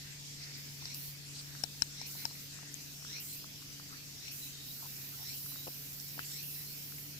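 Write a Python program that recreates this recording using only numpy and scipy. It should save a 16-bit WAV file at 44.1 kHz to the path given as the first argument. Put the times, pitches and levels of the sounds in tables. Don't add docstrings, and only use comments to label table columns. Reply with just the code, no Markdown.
import sys
import numpy as np
from scipy import signal
from scipy.fft import rfft, irfft
from scipy.io import wavfile
from scipy.ndimage import uniform_filter1d

SR = 44100
rng = np.random.default_rng(int(sys.argv[2]) if len(sys.argv) > 2 else 0)


def linear_from_db(decibels):
    return 10 ** (np.asarray(decibels, float) / 20)


def log_audio(samples):
    frames = np.atleast_2d(samples).T
    limited = np.clip(frames, -1, 1)
    pcm = np.round(limited * 32767).astype(np.int16)
    wavfile.write(sys.argv[1], SR, pcm)


N = 317079
TIME = np.arange(N) / SR


def evened(x):
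    return x / np.sqrt(np.mean(x ** 2) + 1e-20)


def smooth_noise(size):
    once = uniform_filter1d(rng.standard_normal(N), size)
    return evened(uniform_filter1d(once, size))


def read(points, hz):
    f, value = np.transpose(points)
    return np.interp(np.log(hz + 1), np.log(f + 1), value)


def follow(rows):
    s, *columns = np.transpose(rows)
    return [np.interp(TIME, s, c) for c in columns]


def sides(pan_db):
    return linear_from_db(np.multiply.outer([.5, -.5], pan_db))


def resonate(x, hz, width):
    turn = np.exp(2j * np.pi * np.cumsum(hz * np.ones(x.shape[-1])) / SR)
    r = np.exp(-np.pi * width / SR)
    smoothed = signal.lfilter([1], np.convolve([1, -r], [1, -r]), x / turn)
    return evened((turn * smoothed).real)


def colour(x, gain):
    return evened(irfft(rfft(x) * gain(np.fft.rfftfreq(N, 1 / SR)), N))


# f/Hz, relative level/dB
AIR_TONE = [(12, -42), (20, -20), (44, -15.5), (85, -9.5), (144, -6), (191, -12), (274, -14), (491, -23),
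            (1100, -26.5), (2610, -16.5), (3260, -18.5), (3900, -16), (5380, -12.5), (9660, -27.5),
            (12800, -22), (15500, -28)]
# f/Hz, correlation (1 = alike, -1 = opposed)
AIR_LIKENESS = [(60, 1), (120, 0.22), (240, 0.73), (480, 0.4), (950, 0.1), (1890, -0.2), (3770, -0.061),
                (7520, 0.13), (15000, -0.08)]
AIR_DB = -50


def air():
    frames, hz = N // 256 + 5, np.fft.rfftfreq(1024, 1 / SR)
    a, b, c, d, patches = rng.standard_normal((frames, 513, 5)).T
    patches = evened(uniform_filter1d(uniform_filter1d(patches, 10, 0), 14, 1))
    same = np.clip(read(AIR_LIKENESS, hz), -1, 1)[:, None]
    left, other = a + 1j * b, c + 1j * d
    z = np.array([left, same * left + np.sqrt(1 - same ** 2) * other])
    patch_db = 2.1 * patches * np.minimum(hz / 1500, 1)[:, None]
    z *= linear_from_db(read(AIR_TONE, hz)[:, None] + patch_db)
    noise = signal.istft(z, nperseg=1024, noverlap=768)[1][:, :N]
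    return linear_from_db(AIR_DB) * evened(noise)


# t/s, f/Hz, level/dB (rms, before panning)
HUM_TRACK = [(0, 144.1, -55), (1, 142.5, -53.5), (2, 144, -55), (3.5, 144, -59), (5, 139.6, -57.5),
             (6.5, 145.3, -55), (7.19, 145.2, -56)]
# multiple of its pitch, level/dB (rms, before panning), pole width/Hz
HUM_OVERTONES = [(2, -70, 8), (3, -79, 10), (1.86, -73, 20)]
HUM_PAN_DB = 4


def hum():
    hz, db = follow(HUM_TRACK)
    tone = linear_from_db(db) * np.sqrt(2) * np.sin(2 * np.pi * np.cumsum(hz) / SR)
    fuzz = sum(linear_from_db(d) * resonate(rng.standard_normal(N), k * hz, width) for k, d, width in HUM_OVERTONES)
    return sides(HUM_PAN_DB)[:, None] * (tone + fuzz)


# t/s, ringing band level/dB, bright band level/dB (both re rms of sqrt 2)
CHORUS_LEVELS = [(0, -62.5, -63), (.5, -55, -65.5), (1.2, -79, -65), (2.2, -58, -61), (2.9, -81, -63.5),
                 (3.598, -80, -67), (4.7, -62, -62.5), (5.8, -69.5, -64), (6.8, -64, -64.5),
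                 (7.19, -79, -68)]
RINGING, BRIGHT = (4950, 1800, -2), (6970, 2650, 8)  # f/Hz, pole width/Hz, left minus right level/dB


def chorus():
    out = np.zeros((2, N))
    for db, (hz, width, pan_db) in zip(follow(CHORUS_LEVELS), (RINGING, BRIGHT)):
        level = np.sqrt(2) * linear_from_db(db + 2.7 * smooth_noise(900))
        band = resonate(rng.standard_normal((2, N)), hz, width)
        out += sides(pan_db)[:, None] * level * band
    return out


def buckles(per_s, depth, ring_share=0.14, same=0.022):
    wander = evened(uniform_filter1d(rng.standard_normal(N), 2000))
    turns = np.cumsum(per_s * (1 + 0.0101 * wander)) / SR
    beat = 1 + depth * np.exp(-(turns % 1) / ring_share)
    beat = uniform_filter1d(beat, size=60)
    left, other = rng.standard_normal((2, N))
    direct = same * np.roll(left, shift=9)
    return beat * np.array([left, direct + np.sqrt(1 - same ** 2) * other])


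def rasp(level, tone, pan, per_s, depth):
    coloured = colour(buckles(per_s, depth), lambda hz: linear_from_db(read(tone, hz)) * sides(read(pan, hz)))
    return np.sqrt(2) * level * coloured


# f/Hz, relative level/dB
STEADY_TONE = [(5000, -30), (8500, -19), (8940, -18.5), (10500, -8.5), (11400, -12), (12100, -6),
               (12700, -4), (15500, -4)]
# f/Hz, left minus right level/dB
STEADY_PAN = [(9000, 10.5), (12500, -14), (14500, 0)]
DRONE_DB = -47.5
DRONE_FULL_S, DRONE_FADE_S = 4.68, 7.03
DRONE_RISE_DB_PER_S, DRONE_FALL_DB_PER_S = 123, 45


def drone():
    rise_db = DRONE_RISE_DB_PER_S * np.maximum(DRONE_FULL_S - TIME, 0)
    fall_db = DRONE_FALL_DB_PER_S * np.maximum(TIME - DRONE_FADE_S, 0)
    level = linear_from_db(DRONE_DB - rise_db - fall_db)
    return rasp(level, STEADY_TONE, STEADY_PAN, per_s=80, depth=0.53)


# start t/s, end t/s,
# level/dB (re rms of sqrt 2)
FAINT_RASPS = [(0.57, 0.784, -56), (0.803, .92, -64), (1.41, 1.86, -57.5), (2.332, 2.45, -52),
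               (2.715, 2.92, -55), (2.93, 3.19, -57.5), (3.36, 4.3, -58)]
# rasp start t/s, rasp length t/s,
# rasp level/dB (re rms of sqrt 2), lead-in level/dB, share of the full glide
SONG_PHRASES = [(0.942, .14, -46, -59, .6), (2.064, 0.17, -47, -58.5, 0.71),
                (3.198, 0.17, -46.5, -56.5, 0.88), (4.314, 0.15, -46.5, -60.5, 0.84),
                (5.342, 0.17, -45.5, -59, 1), (6.426, 0.16, -45.5, -59, 0.89)]
# f/Hz, relative level/dB
RASP_TONE = [(5000, -50), (8500, -20), (9590, -17), (10200, -9), (11200, -17), (12200, -9.5), (13500, -7.5),
             (15500, -7.5)]
# f/Hz, left minus right level/dB
RASP_PAN = [(9000, 9.5), (12500, -13.5), (15000, 4)]
BURST_FADE_DB_PER_S = 142


def bursts():
    rasps = FAINT_RASPS + [(s, s + length, db) for s, length, db, *_ in SONG_PHRASES]
    power = np.zeros(N)
    for start, end, db in rasps:
        fade_db = BURST_FADE_DB_PER_S * np.maximum(TIME - end, 0)
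        power += (TIME > start) * linear_from_db(2 * (db - fade_db))
    level = np.sqrt(abs(uniform_filter1d(power, 200)))
    return rasp(level, RASP_TONE, RASP_PAN, per_s=138, depth=0.43)


# start t/s, length t/s, starting f/Hz, level/dB (re rms of sqrt 2)
FURTHER_NOTES = [(0.003, 0.19, 1860, -63.5), (0.213, .16, 6330, -57.5), (0.35, 0.27, 1970, -62),
                 (0.296, 0.13, 4500, -65), (1.248, 0.18, 7160, -58.5), (1.33, 0.088, 4350, -53.5),
                 (2.17, 0.097, 2200, -57.5), (1.36, 0.28, 1650, -67.5), (2.493, 0.25, 1750, -64.5),
                 (3.132, 0.11, 2470, -68), (3.204, 0.16, 7450, -54), (4.323, 0.177, 6500, -57),
                 (4.52, .07, 1850, -72), (4.856, 0.28, 2400, -65.5), (5.26, 0.1, 6960, -56.5),
                 (6.18, 0.076, 2710, -57.5), (6.216, 0.17, 6950, -53)]
# start t/s, end t/s, starting f/Hz, ending f/Hz,
# level/dB (re rms of sqrt 2)
CLOSING_NOTES = [(0.976, 1.11, 4250, 4250, -61), (2.14, 2.25, 4100, 4100, -58.5),
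                 (2.275, 2.326, 4000, 4400, -58), (3.267, 3.353, 4300, 4100, -58.5),
                 (3.37, 3.46, 4160, 4290, -62), (4.4, 4.488, 4050, 3900, -56),
                 (4.5, 4.728, 3720, 3880, -58), (5.46, 5.55, 3950, 4030, -60),
                 (5.535, 5.665, 3720, 4050, -59), (6.52, 6.63, 4100, 3900, -62),
                 (6.64, 6.745, 4080, 4450, -59.5)]
# start t/s and end t/s re rasp start, full glide from f/Hz,
# to f/Hz, pole width/Hz, level/dB re the phrase's lead-in level
LEAD_IN_NOTES = [(-0.22, 0.014, 5530, 5540, 900, 6), (-0.18, 0.016, 3020, 4800, 600, 3.5),
                 (-.15, 0.037, 1300, 3100, 400, -1)]
NOTE_RISE, NOTE_WIDTH = 0.074, 0.38
LEAD_SWELL, NOTE_SWELL, CLOSING_SWELL = 0.64, 0.25, .3
CLOSING_WIDTH_HZ = 170


def sung():
    rows = []
    for s, length, hz, db in FURTHER_NOTES:
        rows.append((s, s + length, hz, hz * (1 + NOTE_RISE), hz * NOTE_WIDTH, db, NOTE_SWELL))
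    for a, b, start_hz, end_hz, db in CLOSING_NOTES:
        rows.append((a, b, start_hz, end_hz, CLOSING_WIDTH_HZ, db, CLOSING_SWELL))
    for s, _, _, lead_db, glide in SONG_PHRASES:
        for a, b, low_hz, high_hz, width, db in LEAD_IN_NOTES:
            middle, half = (low_hz + high_hz) / 2, glide * (high_hz - low_hz) / 2
            rows.append((s + a, s + b, middle - half, middle + half, width, lead_db + db, LEAD_SWELL))
    return rows


def notes():
    drive, out = buckles(200, 0.59), np.zeros((2, N))
    for a, b, start_hz, end_hz, width, db, share in sung():
        part = slice(round(a * SR), round(b * SR))
        u = np.linspace(0, 1, part.stop - part.start)
        swell = np.minimum(u / share, 1) * np.minimum((1 - u) / 0.064, 1)
        tone = resonate(drive[:, part], start_hz + (end_hz - start_hz) * u, width)
        out[:, part] += np.sqrt(2) * linear_from_db(db) * swell * tone
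    return linear_from_db(1.4 * smooth_noise(500)) * out


def add(mix, s, sound):
    part = mix[round(s * SR):][:len(sound)]
    part += sound[:len(part)]


def place(mix, s, sound, pan_db):
    pair = sides(pan_db) / sides(pan_db).mean()
    bass = signal.lfilter(*signal.butter(N=1, Wn=900, fs=SR), sound)
    add(mix[0], s, pair[0] * sound)
    add(mix[1], s + 0.00022, pair[1] * sound + 0.37 * (pair[0] - pair[1]) * bass)


# start t/s, end t/s, f/Hz, level/dB (before the fades and panning)
SQUELCH_EVENTS = [(0.822, 0.827, 900, -55), (3.617, 3.63, 1290, -59), (3.883, 3.966, 1320, -61),
                  (3.94, 3.968, 1700, -59), (4.81, 4.878, 940, -58.5), (5.116, 5.164, 1430, -63),
                  (5.184, 5.242, 850, -63), (6.177, 6.182, 750, -51.5)]


def squelches(mix):
    noise = rng.standard_normal(N)
    for a, b, hz, db in SQUELCH_EVENTS:
        lumps = noise[round(a * SR):round(b * SR)] ** 3
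        sound = linear_from_db(db) * resonate(lumps, hz, 380) * signal.windows.tukey(len(lumps), .5)
        place(mix, a, sound, pan_db=12)


def click(db, hz):
    t = np.arange(1500) / SR
    u = t * hz / (0.11 + hz / 2500)
    snap = .5 * np.exp(-u) * np.sin(2 * np.pi * 1.1 * hz * t * (1 + 0.74 * u))
    return linear_from_db(db) * u * np.exp(1 - u) * (np.sin(2 * np.pi * hz * t) + snap)


# t/s, envelope level/dB (before panning), f/Hz,
# left minus right treble level/dB
CLICK_EVENTS = [(1.551, -40, 1620, 8), (1.6378, -31, 8600, 20), (1.6399, -27, 5500, 18),
                (2.153, -46, 900, 17), (2.311, -47.5, 980, 18), (2.354, -44, 2230, 17),
                (2.589, -43.5, 1330, 9), (2.631, -48.5, 855, 20), (3.025, -48, 1260, 10),
                (3.049, -39, 1460, 8), (3.175, -36, 5300, 5), (3.184, -48, 1470, 15), (3.443, -41, 1230, 7),
                (3.798, -40.5, 1360, 7), (4.265, -45, 4000, 8), (4.281, -33.5, 2560, 8),
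                (5.462, -43, 1494, 6.5), (5.52, -47, 1200, 10), (5.558, -42, 1440, 11),
                (5.669, -39.5, 550, 13), (5.673, -39.5, 1040, 8), (5.675, -43, 600, 13),
                (5.6762, -40.5, 2670, 13), (5.6803, -36, 510, 13), (5.6865, -48, 805, 10),
                (6.1924, -27, 1530, 11), (6.195, -44, 3030, 10), (6.922, -44, 1515, 9),
                (6.923, -51, 2300, 11), (6.984, -40, 2360, 15)]


def clicks(mix):
    for s, db, hz, pan_db in CLICK_EVENTS:
        place(mix, s, click(db, hz), pan_db)


# t/s, envelope level/dB, f/Hz, lower ring level/dB (levels before panning),
# left minus right treble level/dB
TICK_EVENTS = [(.9459, -34.5, 7500, -33.5, 2), (2.742, -30, 6570, -50, 15), (4.284, -38, 5600, -42, 5),
               (5.9997, -34, 5600, -44, -9)]
# multiple of its pitch, level/dB re tick
TICK_RINGS = [(1.4, -9), (1.7, -12.5), (2.3, -20), (.3, -26)]


def ticks(mix):
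    for s, db, hz, lower_db, pan_db in TICK_EVENTS:
        sound = click(db, hz) + click(lower_db, 0.67 * hz)
        sound += sum(click(db + d, k * hz) for k, d in TICK_RINGS)
        place(mix, s, sound, pan_db)


def ring(hz, db, t60, t):
    return linear_from_db(db - 60 * t / t60) * np.sin(2 * np.pi * hz * t)


# f/Hz, level/dB re smack level, decay time t60/s
MOUTH_RINGS = [(1610, -11, 0.0084), (2430, -9.5, 0.0047), (2940, -13, 0.0043), (7100, -2, 0.0019),
               (9050, -6.5, 0.0032), (10300, -15, .002), (14000, -18, 0.004), (87, -4.5, 0.0045)]
WHISTLE_RISE_S, WHISTLE_OPEN_S = .0005, .0021
WHISTLE_SAG = .22
AFTER_HZ, AFTER_DB, AFTER_PEAK_S = 4050, -25, 0.0064


def smack(db, whistle_hz, cavity_hz, cavity_db):
    t = np.arange(3000) / SR
    gap = 1 / (1 + np.exp(np.minimum((t - WHISTLE_OPEN_S) / 0.00012, 50)))
    drop = 1 + 0.22 * np.exp(-t / 0.00024)
    sag = 1 - WHISTLE_SAG * (1 - gap) ** 4
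    turns = np.cumsum(whistle_hz * drop * sag) / SR
    body = gap * np.exp(-(t / 0.0026) ** 2)
    remnant = 0.14 * (1 - gap) * np.exp(-(t / 0.0025) ** 4)
    whistle = (1 - np.exp(-t / WHISTLE_RISE_S)) * (body + remnant) * np.sin(2 * np.pi * turns)
    mouth = sum(ring(f, d, t60, t) for f, d, t60 in MOUTH_RINGS) + ring(cavity_hz, cavity_db, 0.012, t)
    mouth = (1 - np.exp(-t / 0.00018)) * mouth
    late_swell = linear_from_db(AFTER_DB) * np.exp(-((t - AFTER_PEAK_S) / 0.0043) ** 4)
    late = late_swell * np.sin(2 * np.pi * AFTER_HZ * t)
    return linear_from_db(db) * (whistle + mouth + late)


# t/s, level/dB (before panning), whistle f/Hz, mouth cavity f/Hz,
# cavity level/dB re smack level, left minus right treble level/dB
SMACK_EVENTS = [(.8552, -29.5, 4900, 1000, -16, 5), (1.6374, -19, 5350, 780, -11, 20),
                (1.821, -13, 5380, 980, -20, 27), (2.0146, -32, 5350, 880, -6.5, 21),
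                (2.253, -20.5, 5350, 890, -10, 28)]


def smacks(mix):
    for s, db, whistle_hz, cavity_hz, cavity_db, pan_db in SMACK_EVENTS:
        place(mix, s, smack(db, whistle_hz, cavity_hz, cavity_db), pan_db)


# delay t/s, level/dB re the dulled direct sound
GROUND_ECHOES = [(.0037, -21), (.0049, -17.5), (.0066, -21), (.0092, -19)]


def dog():
    mix = np.zeros((2, N))
    for layer in (smacks, clicks, ticks, squelches):
        layer(mix)
    dull = signal.lfilter(*signal.butter(N=4, Wn=3000, fs=SR), mix)
    echoes = np.zeros((2, N))
    for k, (s, db) in enumerate(GROUND_ECHOES):
        echoes += (-1) ** k * linear_from_db(db) * np.roll(dull, round(s * SR), axis=1)
    return signal.lfilter(*signal.butter(N=2, Wn=70, btype="high", fs=SR), mix + echoes)


def scene():
    return air() + hum() + chorus() + drone() + bursts() + notes() + dog()


def band_limit(x):
    return signal.sosfilt(signal.butter(12, 16670, fs=SR, output="sos"), x)


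def record(dry):
    lowpass = signal.firwin(511, 15570, window=("kaiser", 9), fs=SR)
    limited = signal.oaconvolve(dry, lowpass[None], "same")
    return band_limit(limited)


dry = scene()
out = record(dry)
log_audio(out)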